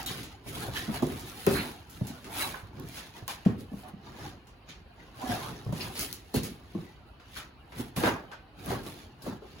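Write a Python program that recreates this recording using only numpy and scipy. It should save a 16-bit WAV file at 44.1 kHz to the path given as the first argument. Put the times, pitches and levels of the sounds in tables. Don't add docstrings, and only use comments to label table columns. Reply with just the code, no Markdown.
import sys
import numpy as np
from scipy import signal
from scipy.fft import rfft, irfft, next_fast_len
from scipy.io import wavfile
from scipy.ndimage import uniform_filter1d, map_coordinates

SR = 44100
rng = np.random.default_rng(int(sys.argv[2]) if len(sys.argv) > 2 else 0)


def generate_wav(sig):
    pcm = np.round(np.clip(np.atleast_2d(sig).T, -1, 1) * 32767).astype(np.int16)
    wavfile.write(sys.argv[1], SR, pcm)


N = 423360

# f/Hz, level/dB
ROOM_TONE_SPECTRUM = [(33, -27), (41, 0), (53, 6.5), (102, -0.5), (476, -20.5), (560, -18), (734, -13),
                      (1610, -24.5), (1790, -23), (2990, -18), (3340, -25.5), (4370, -23.5), (16000, -105)]
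HISS_SPECTRUM = [(900, -12), (1800, 1.5), (2500, 1.5), (4000, 1.5), (5500, -4.5), (7000, -7), (9000, -54),
                 (12000, -71.5)]
SIZZLE_SPECTRUM = [(6000, -12), (8000, 1.5), (10500, 3.5), (13000, -0.5), (15800, -0.5), (16300, -50.5)]
SCRAPE_SPECTRUM = [(250, -17.5), (480, -4.5), (750, 2), (1100, -1.5), (1700, -5.5), (2600, -33)]
RUMBLE_SPECTRUM = [(30, -19), (60, -2), (120, 2.5), (190, -2), (270, -0.5), (390, -4), (520, -11.5),
                   (900, -55)]
# f/Hz, time to fall 60 dB/s
ROOM_DECAY = [(100, 0.31), (400, 0.38), (1500, 0.39), (5000, 0.27), (14000, 0.031)]
# f/Hz, correlation (0-1)
STEREO_LIKENESS = [(60, 0.93), (290, 0.92), (640, 0.47), (1400, 0.21), (3000, 0.05), (5500, 0), (7500, 1),
                   (16000, 0.69)]
# f/Hz, phase/rad
STEREO_PHASE = [(0, 0), (6200, 0), (8600, -np.pi), (13400, -3 * np.pi), (17000, -4.5 * np.pi)]
# t/s, peak level/dB
SNAPS = [(0.0304, -29.5), (0.606, -30), (1.0684, -28), (1.4662, -13.5), (2.798, -34), (2.8877, -32),
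         (3.2796, -20), (5.724, -42), (6.1281, -21), (6.3406, -29), (7.9643, -27), (8.6608, -26)]
# t/s, length/s, f/Hz, level/dB, pitch unsteadiness (0-1)
SQUEAKS = [(0.059, 0.035, 3850, -38, 0.05), (0.076, .025, 3070, -42, 0.06), (0.755, 0.032, 1695, -37, 0.11),
           (0.756, 0.029, 3200, -38.5, 0.07), (0.809, 0.03, 1876, -45, 0), (1.548, 0.082, 4140, -42, 0.06),
           (1.547, 0.046, 1707, -35, 0.24), (1.574, 0.051, 2440, -38.5, .15),
           (2.381, 0.058, 1260, -40.5, 0.17), (2.399, .04, 2240, -38.5, 0.04), (2.412, 0.036, 3970, -39, 0),
           (2.541, 0.0048, 1010, -33, 0), (2.543, 0.011, 1496, -37, 0.13), (2.729, .012, 876, -52, 0.03),
           (3.278, 0.031, 993, -38.5, 0.15), (3.83, 0.051, 734, -49.5, 0.12),
           (4.995, 0.022, 1950, -54, 0.06), (5.215, 0.067, 752, -40, .1), (5.291, 0.072, 716, -34, 0.12),
           (5.433, .035, 1102, -43.5, 0.13), (5.8, 0.035, 2620, -41.5, 0.12),
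           (5.807, 0.019, 4560, -37, 0.16), (5.952, 0.043, 4520, -44.5, 0.15),
           (5.991, 0.049, 4770, -42, 0.05), (5.988, 0.046, 6300, -41, 0.12),
           (6.126, 0.004, 4120, -36, 0.04), (6.338, 0.04, 4300, -43.5, 0.03),
           (6.864, 0.049, 1976, -58.5, 0.04), (7.362, 0.015, 1510, -39.5, 0.13),
           (7.393, 0.031, 1177, -50, 0.14), (8.318, 0.037, 1487, -48.5, .08),
           (8.705, 0.0089, 740, -31, 0.08), (8.707, 0.0071, 1280, -44, 0.1),
           (9.218, 0.017, 4440, -53.5, 0.14)]
# t/s, level before trim/dB, dullness/(dB per octave)
SCUFFS = [(0.0619, -18, -1), (0.231, -26.5, 3), (0.9397, -24, 11), (1.0223, -27.5, 3), (1.194, -28, 0),
          (1.4668, -14, 12), (1.898, -33, -2.5), (2.069, -26, -1), (2.244, -30, 6.5), (2.5424, -26.5, 15),
          (2.9711, -25, 6.5), (3.279, -20, 5.5), (3.4517, -26.5, 9), (3.837, -36, 14), (4.47, -40, 4.5),
          (4.6893, -35.5, 5), (5.214, -34, 3), (5.7257, -29, 5), (5.954, -25, 5), (6.129, -24.5, -3),
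          (6.343, -18, -2), (6.433, -20, 0.5), (7.199, -37, 11), (7.3692, -25.5, 7.5), (7.721, -29.5, 13.5),
          (7.782, -27, 16), (7.9627, -20, 8.5), (8.0363, -7.5, 16), (8.316, -29, 11), (8.702, -22, 16),
          (9.222, -34, -4)]
# t/s, level before trim/dB, f/Hz, slap over ring before trim/dB
KNOCKS = [(0.461, -29, 127, -11), (0.569, -30.5, 280, -9), (0.683, -20.5, 118, -11), (0.879, -19, 199, -21),
          (0.8921, -15, 201, -19), (1.023, -11.5, 244.6, -9), (1.027, -20, 120, -25),
          (1.068, -23, 346, -23), (1.116, -27.5, 377, -31), (1.469, -7, 379.3, -17),
          (1.469, -10.5, 191, -18), (1.479, -22, 123, -29), (1.502, -21, 166, -39.5),
          (1.507, -16, 372, -28), (1.54, -26, 378, -24), (1.589, -23, 201, -17), (2.01, -16.5, 181.6, -24),
          (2.012, -16, 111, -31), (2.098, -27.5, 238, -49), (2.631, -29, 98, -19), (2.84, -30, 143, -29),
          (3.223, -28, 110, -17), (3.4604, -2, 192, -28.5), (3.715, -27, 233, -29), (3.733, -22, 199, -18),
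          (3.935, -27, 182, -24.5), (5.236, -22.5, 251, -50), (5.29, -19.5, 235, -39),
          (5.663, -19, 124, -18), (5.691, -17, 128, -19), (5.724, -17.5, 167, -12),
          (6.341, -16.5, 242.6, -10), (6.342, -19.5, 416, -27), (6.367, -18.5, 149, -14),
          (6.393, -32, 149, -14), (6.749, -19.5, 188, -22), (6.7483, -22, 319, -23), (6.781, -25, 158, -19),
          (6.82, -36, 335, -22), (7.794, -24, 245.5, -13), (7.972, -14.5, 169, -12.5),
          (7.996, -28, 232, -24), (8.032, -15, 321, -10), (8.069, -18, 416, -0.5), (8.664, -32, 238, -25),
          (8.677, -21, 183, -25), (8.715, -21, 390, -11), (8.727, -28, 353, -28), (8.864, -32.5, 199, -5.5),
          (9.262, -29, 351, -3.5), (9.273, -22, 205, -13), (9.29, -27, 242, -14), (9.323, -30.5, 191, -3),
          (9.419, -35.5, 401, -12), (9.441, -38, 366, -7)]
# ratio to the listed pitch, level/dB, loss factor
PANEL_MODES = [(1.03, 0, 1.46), (1.45, -13, 1.04), (2.094, -14.5, 2.9), (3.4, -18, 2.64),
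               (0.614, -21, 0.36)]
# fine sizzle level/dB, card scrape level/dB, box rumble level/dB
STROKES = [(0.0, .05, 0.25, -42, -5.5, -0.5, -3.5), (0.112, 0.044, 0.31, -40, -3, -8, -1.5),
           (.5, 0.059, 0.57, -45, -2, -11, 4.5), (.63, 0.13, 0.79, -45.5, -2, 3, 4),
           (.775, 0.067, 0.24, -38, -6, -19, -29), (0.961, 0.081, 0.17, -43, -2.5, 0, 1.5),
           (1.15, 0.36, 0.47, -49.5, -2.5, 0.5, 6.5), (1.38, 0.28, 0.92, -47, -2, -6.5, -17),
           (1.572, 0.15, 0.19, -39.5, 2, -2.5, 6.5), (1.69, 0.31, 0.17, -45.5, -1.5, 1.5, -11),
           (1.97, 0.11, 0.42, -55.5, -2, -3, 4), (2.09, 0.065, 0.4, -50.5, -2, -0.5, -6),
           (2.28, 0.078, 0.34, -56, -1, 6, 10.5), (2.37, 0.068, 0.19, -42, -26, -4, -21),
           (2.426, 0.1, 0.24, -35, 2.5, -2.5, -7.5), (2.81, 0.13, 0.28, -58.5, -12, 5.5, 16),
           (2.99, 0.2, 0.25, -46, -3.5, -9, -8), (3.18, 0.084, 0.17, -51, -7.5, 1, -4),
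           (3.3, 0.032, 0.22, -43.5, -2, -11, -12), (3.609, 0.043, 0.14, -56, -1, -1.5, 12.5),
           (3.8, 0.13, 0.23, -56, -1.5, -2, -3), (3.89, 0.034, 0.062, -57.5, 0.5, 8.5, 12),
           (4.08, 0.098, 0.18, -56.5, -15, 5, 7.5), (4.258, 0.23, 0.18, -48.5, -9, 0.5, 5),
           (4.7, 0.03, 0.14, -46, -20, -25, -7), (5.02, 0.1, 0.73, -63, -16, 4, 7.5),
           (5.23, 0.069, 0.13, -48.5, -10, 4, 0), (5.322, 0.099, 0.22, -38, -3.5, 1.5, -0.5),
           (5.438, 0.28, 0.45, -45.5, -5, -0.5, 5.5), (5.819, 0.1, 0.34, -43, -3.5, -0.5, 1.5),
           (6.009, 0.074, 0.18, -37.5, 3.5, -12, -3.5), (6.18, 1, 1, -59.5, -2.5, -8, 2.5),
           (6.363, 0.025, 0.16, -39, -2, -9, 10.5), (6.451, 0.029, 0.19, -50, 4.5, -3, -4),
           (6.85, 0.43, 0.28, -59, -7, -4, 5), (7.3, 0.13, 0.19, -61.5, -10, -11, -7),
           (7.38, 0.062, 0.13, -42.5, -5, -25, -9.5), (7.808, 0.095, 0.15, -46.5, -1.5, -8, 7),
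           (7.968, 0.01, 0.22, -41.5, 2, -13, 6), (8.082, 0.093, 0.15, -37, -6, 8.5, 7.5),
           (8.34, 0.049, 0.037, -60.5, -25, 16, -6), (8.6, 0.055, 0.15, -55.5, -6, 2, 6),
           (8.709, 0.085, 0.2, -40, -3, 3.5, 5.5), (8.87, 0.1, 0.31, -49, -2, -5, 4.5),
           (9.0, 0.16, 0.18, -53.5, -7.5, -2.5, -7), (9.28, 0.093, 0.19, -50.5, -5.5, 4.5, 7),
           (9.6, 0.26, 0.12, -55.5, -10.5, -3.5, 2)]
FADE_RATIOS = [0.7, 0.53, 0.83, 0.99]
REST_LEVELS = [-97, -81, -62.5, -60]
SHUDDER_LEVELS = [-65, -67, -42.5, -30]

FIRST_WALL_S = .008
TOP_HZ = 17076
LOSS_S = .02
KNOCK_LOSS_DB, SCUFF_LOSS_DB = 14, 9
HARDNESS = 0.4
SOFT_DB = -16
RISE_S = 0.0043
SLAP_LOWER = 1.57
SNAP_T60_S, SNAP_ROOM_DB = .006, -9
SPAN_DB = 20
BUILD_POWER, FADE_POWER = 1.35, 1.03
SHUDDER_PEAK_S, SHUDDER_S = .04, .12
CRACKLE_PER_S, CRACKLE_S = 500, .0005
CRACKLE_DB, CRACKLE_SPREAD_DB = -3, 3.5


def amp(db):
    return 10 ** (np.asarray(db) / 20)


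def unit(x):
    return x / np.sqrt(np.mean(x ** 2) + 1e-20)


def along(points, hz):
    f, v = np.transpose(points)
    return np.interp(np.log(hz + 1), np.log(f + 1), v)


def wobble(rate):
    knots = rng.standard_normal(int(N * rate / SR) + 4)
    return map_coordinates(knots, [np.arange(N) * rate / SR])


def filtered(x, response):
    m = next_fast_len(x.shape[-1] + 8192)
    spectrum = rfft(x, m) * response(np.fft.rfftfreq(m, 1 / SR))
    return irfft(spectrum, m)[..., :x.shape[-1]]


def rush(spectrum, patchy_db):
    _, _, z = signal.stft(rng.standard_normal((2, N)), SR, nperseg=1024)
    field = uniform_filter1d(rng.standard_normal(z.shape[1:]), size=2, axis=0)
    field = uniform_filter1d(field, size=3, axis=1)
    pair = signal.istft(z * amp(patchy_db * unit(field)), nperseg=1024)[1][:, :N]
    return unit(filtered(pair, lambda hz: amp(along(spectrum, hz))))


def event_canvas():
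    return np.zeros((2, N + SR)), np.arange(SR // 6) / SR


def tails():
    hz, t = np.fft.rfftfreq(256, 1 / SR), np.arange(0, SR // 3, 128) / SR
    z = rng.standard_normal((2, len(hz), len(t), 2)) @ [1, 1j]
    decay = amp(-60 * t / along(ROOM_DECAY, hz)[:, None])
    tail = signal.istft(z * decay, SR, nperseg=256)[1]
    return tail / np.linalg.norm(tail[0])


def add(out, s, sound, room_db):
    wet = amp(room_db) * signal.fftconvolve(sound, tails(), axes=1)
    start = round(s * SR)
    out[:, start:start + sound.shape[1]] += sound
    late = start + round(FIRST_WALL_S * SR)
    out[:, late:late + wet.shape[1]] += wet


def room_tone():
    return amp(-55.5) * rush(ROOM_TONE_SPECTRUM, patchy_db=4.0)


def snaps():
    out, _ = event_canvas()
    t = np.arange(SR // 50) / SR
    for s, db in SNAPS:
        noise = rng.standard_normal((2, len(t) + 2))
        bright = noise[:, 2:] - noise[:, :-2]
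        crack = bright * np.exp(-np.log(1000) * t / SNAP_T60_S)
        add(out, s, amp(db) * crack / np.abs(crack[0]).max(), SNAP_ROOM_DB)
    return out[:, :N]


def squeaks():
    out, t = event_canvas()
    for s, length, hz, db, unsteady in SQUEAKS:
        knots = rng.standard_normal((2, 200))
        places = np.meshgrid([0, 1], t * 1000, indexing="ij")
        drift, flutter = map_coordinates(knots, places, mode="nearest")
        phase = 2 * np.pi * hz * np.cumsum(1 + unsteady * drift) / SR
        channel_phase = [[0], [rng.uniform(0, 2 * np.pi)]]
        tone = np.sqrt(2) * amp(2.2 * flutter) * np.sin(phase + channel_phase)
        shape = (1 - np.exp(-t / 0.0021)) * np.exp(-(t / length) ** 3)
        add(out, s, amp(db) * shape * tone, room_db=-9.5)
    return out[:, :N]


def scuffs():
    out, t = event_canvas()
    for s, db, dull_db in SCUFFS:
        def colour(f):
            tilt = amp(-dull_db * np.log2(f / 4000 + 0.25))
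            low_cut = f ** 2 / (f ** 2 + 800 ** 2)
            return tilt * low_cut * amp(-25 * (f > 15900))

        burst = unit(filtered(rng.standard_normal((2, len(t))), colour))
        fade = amp(db - 16.5 - SCUFF_LOSS_DB * t / LOSS_S)
        bite = 1 + 0.44 * np.exp(-t / 0.00047)
        add(out, s, fade * bite * burst, room_db=-2.0)
    return out[:, :N]


def panel_ring(hz, slap_db, t):
    ring = 0
    for mode, (ratio, level, loss) in enumerate(PANEL_MODES):
        scatter_db = rng.normal(0, 1.5, (2, 1))
        side_db = (mode > 0) * (HARDNESS * (slap_db - SOFT_DB) + scatter_db)
        fade = amp(level + side_db - KNOCK_LOSS_DB * loss * t / LOSS_S)
        rise = (1 - np.exp(-ratio * t / RISE_S)) ** 2
        channel_phase = [[0], [rng.uniform(0, 2 * np.pi)]]
        ring = ring + fade * rise * np.sin(2 * np.pi * hz * ratio * t + channel_phase)
    return ring


def contact_slap(slap_db, t):
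    noise = rng.standard_normal((2, len(t)))
    slap = unit(filtered(noise, lambda f: amp(along(SCRAPE_SPECTRUM, SLAP_LOWER * f))))
    return amp(slap_db - 9.0 - 60 * t / 0.097) * slap * (1 - np.exp(-t / 0.00091))


def knocks():
    out, t = event_canvas()
    for s, db, hz, slap_db in KNOCKS:
        sound = panel_ring(hz, slap_db, t) + contact_slap(slap_db, t)
        add(out, s, amp(db + 3.5) * sound, room_db=-12.0)
    return out[:, :N]


def swell(peak_s, build_s, fade_s, layer_db):
    t = np.arange(0, N, 64) / SR - peak_s
    build = (np.maximum(-t, 0) / build_s) ** BUILD_POWER
    fade = (np.maximum(t, 0) / (fade_s * np.c_[FADE_RATIOS])) ** FADE_POWER
    return amp(np.c_[layer_db] - SPAN_DB * (build + fade)) ** 2


def effort():
    power = amp(np.c_[REST_LEVELS]) ** 2
    for s, build_s, fade_s, db, *over_db in STROKES:
        power = power + swell(s, build_s, fade_s, db + np.array([0, *over_db]))
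    for s, db, *_ in KNOCKS:
        shudder_db = db + np.array(SHUDDER_LEVELS)
        power = power + swell(s + SHUDDER_PEAK_S, SHUDDER_PEAK_S, SHUDDER_S, shudder_db)
    return [np.interp(np.linspace(0, len(p) - 1, N), np.arange(len(p)), np.sqrt(p)) for p in power]


def tearing():
    sizes = amp(CRACKLE_DB + CRACKLE_SPREAD_DB * rng.standard_normal(N))
    tears = (rng.random(N) < CRACKLE_PER_S / SR) * sizes
    return 1 + signal.lfilter([1], [1, -np.exp(-1 / (CRACKLE_S * SR))], tears)


def rubbing():
    hiss, sizzle, scrape, rumble = effort()
    stutter = 1.3 * wobble(25) + .8 * wobble(350)
    crackle = tearing()
    foam_noise = crackle * amp(stutter) * rush(HISS_SPECTRUM, patchy_db=4.0)
    fine_noise = crackle * amp(1.56 * stutter) * rush(SIZZLE_SPECTRUM, patchy_db=2.2)
    card_noise = amp(0.47 * stutter + 0.21 * wobble(90)) * rush(SCRAPE_SPECTRUM, patchy_db=5.0)
    box_noise = amp(1.5 * wobble(25)) * rush(RUMBLE_SPECTRUM, patchy_db=1.5)
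    foam, fine = hiss * unit(foam_noise), sizzle * unit(fine_noise)
    card, box = scrape * unit(card_noise), rumble * unit(box_noise)
    return foam + fine + card + box


def stereo(pair):
    def share(hz):
        turn = np.arccos(np.clip(along(STEREO_LIKENESS, hz), 0, 1)) / 2
        return np.array([np.cos(turn), np.sin(turn)])

    def half_turn_each(hz):
        phase = np.interp(hz, *np.transpose(STEREO_PHASE))
        return np.exp(.5j * np.outer([1, -1], phase))

    same, other = filtered(pair, share)
    return filtered(np.array([same + other, same - other]), half_turn_each)


def scene():
    sources = room_tone() + snaps() + squeaks() + scuffs() + knocks() + rubbing()
    return stereo(sources) * amp([[-.3], [.3]])


def record(dry):
    return filtered(dry, lambda hz: hz < TOP_HZ)


dry = scene()
out = record(dry)
generate_wav(out)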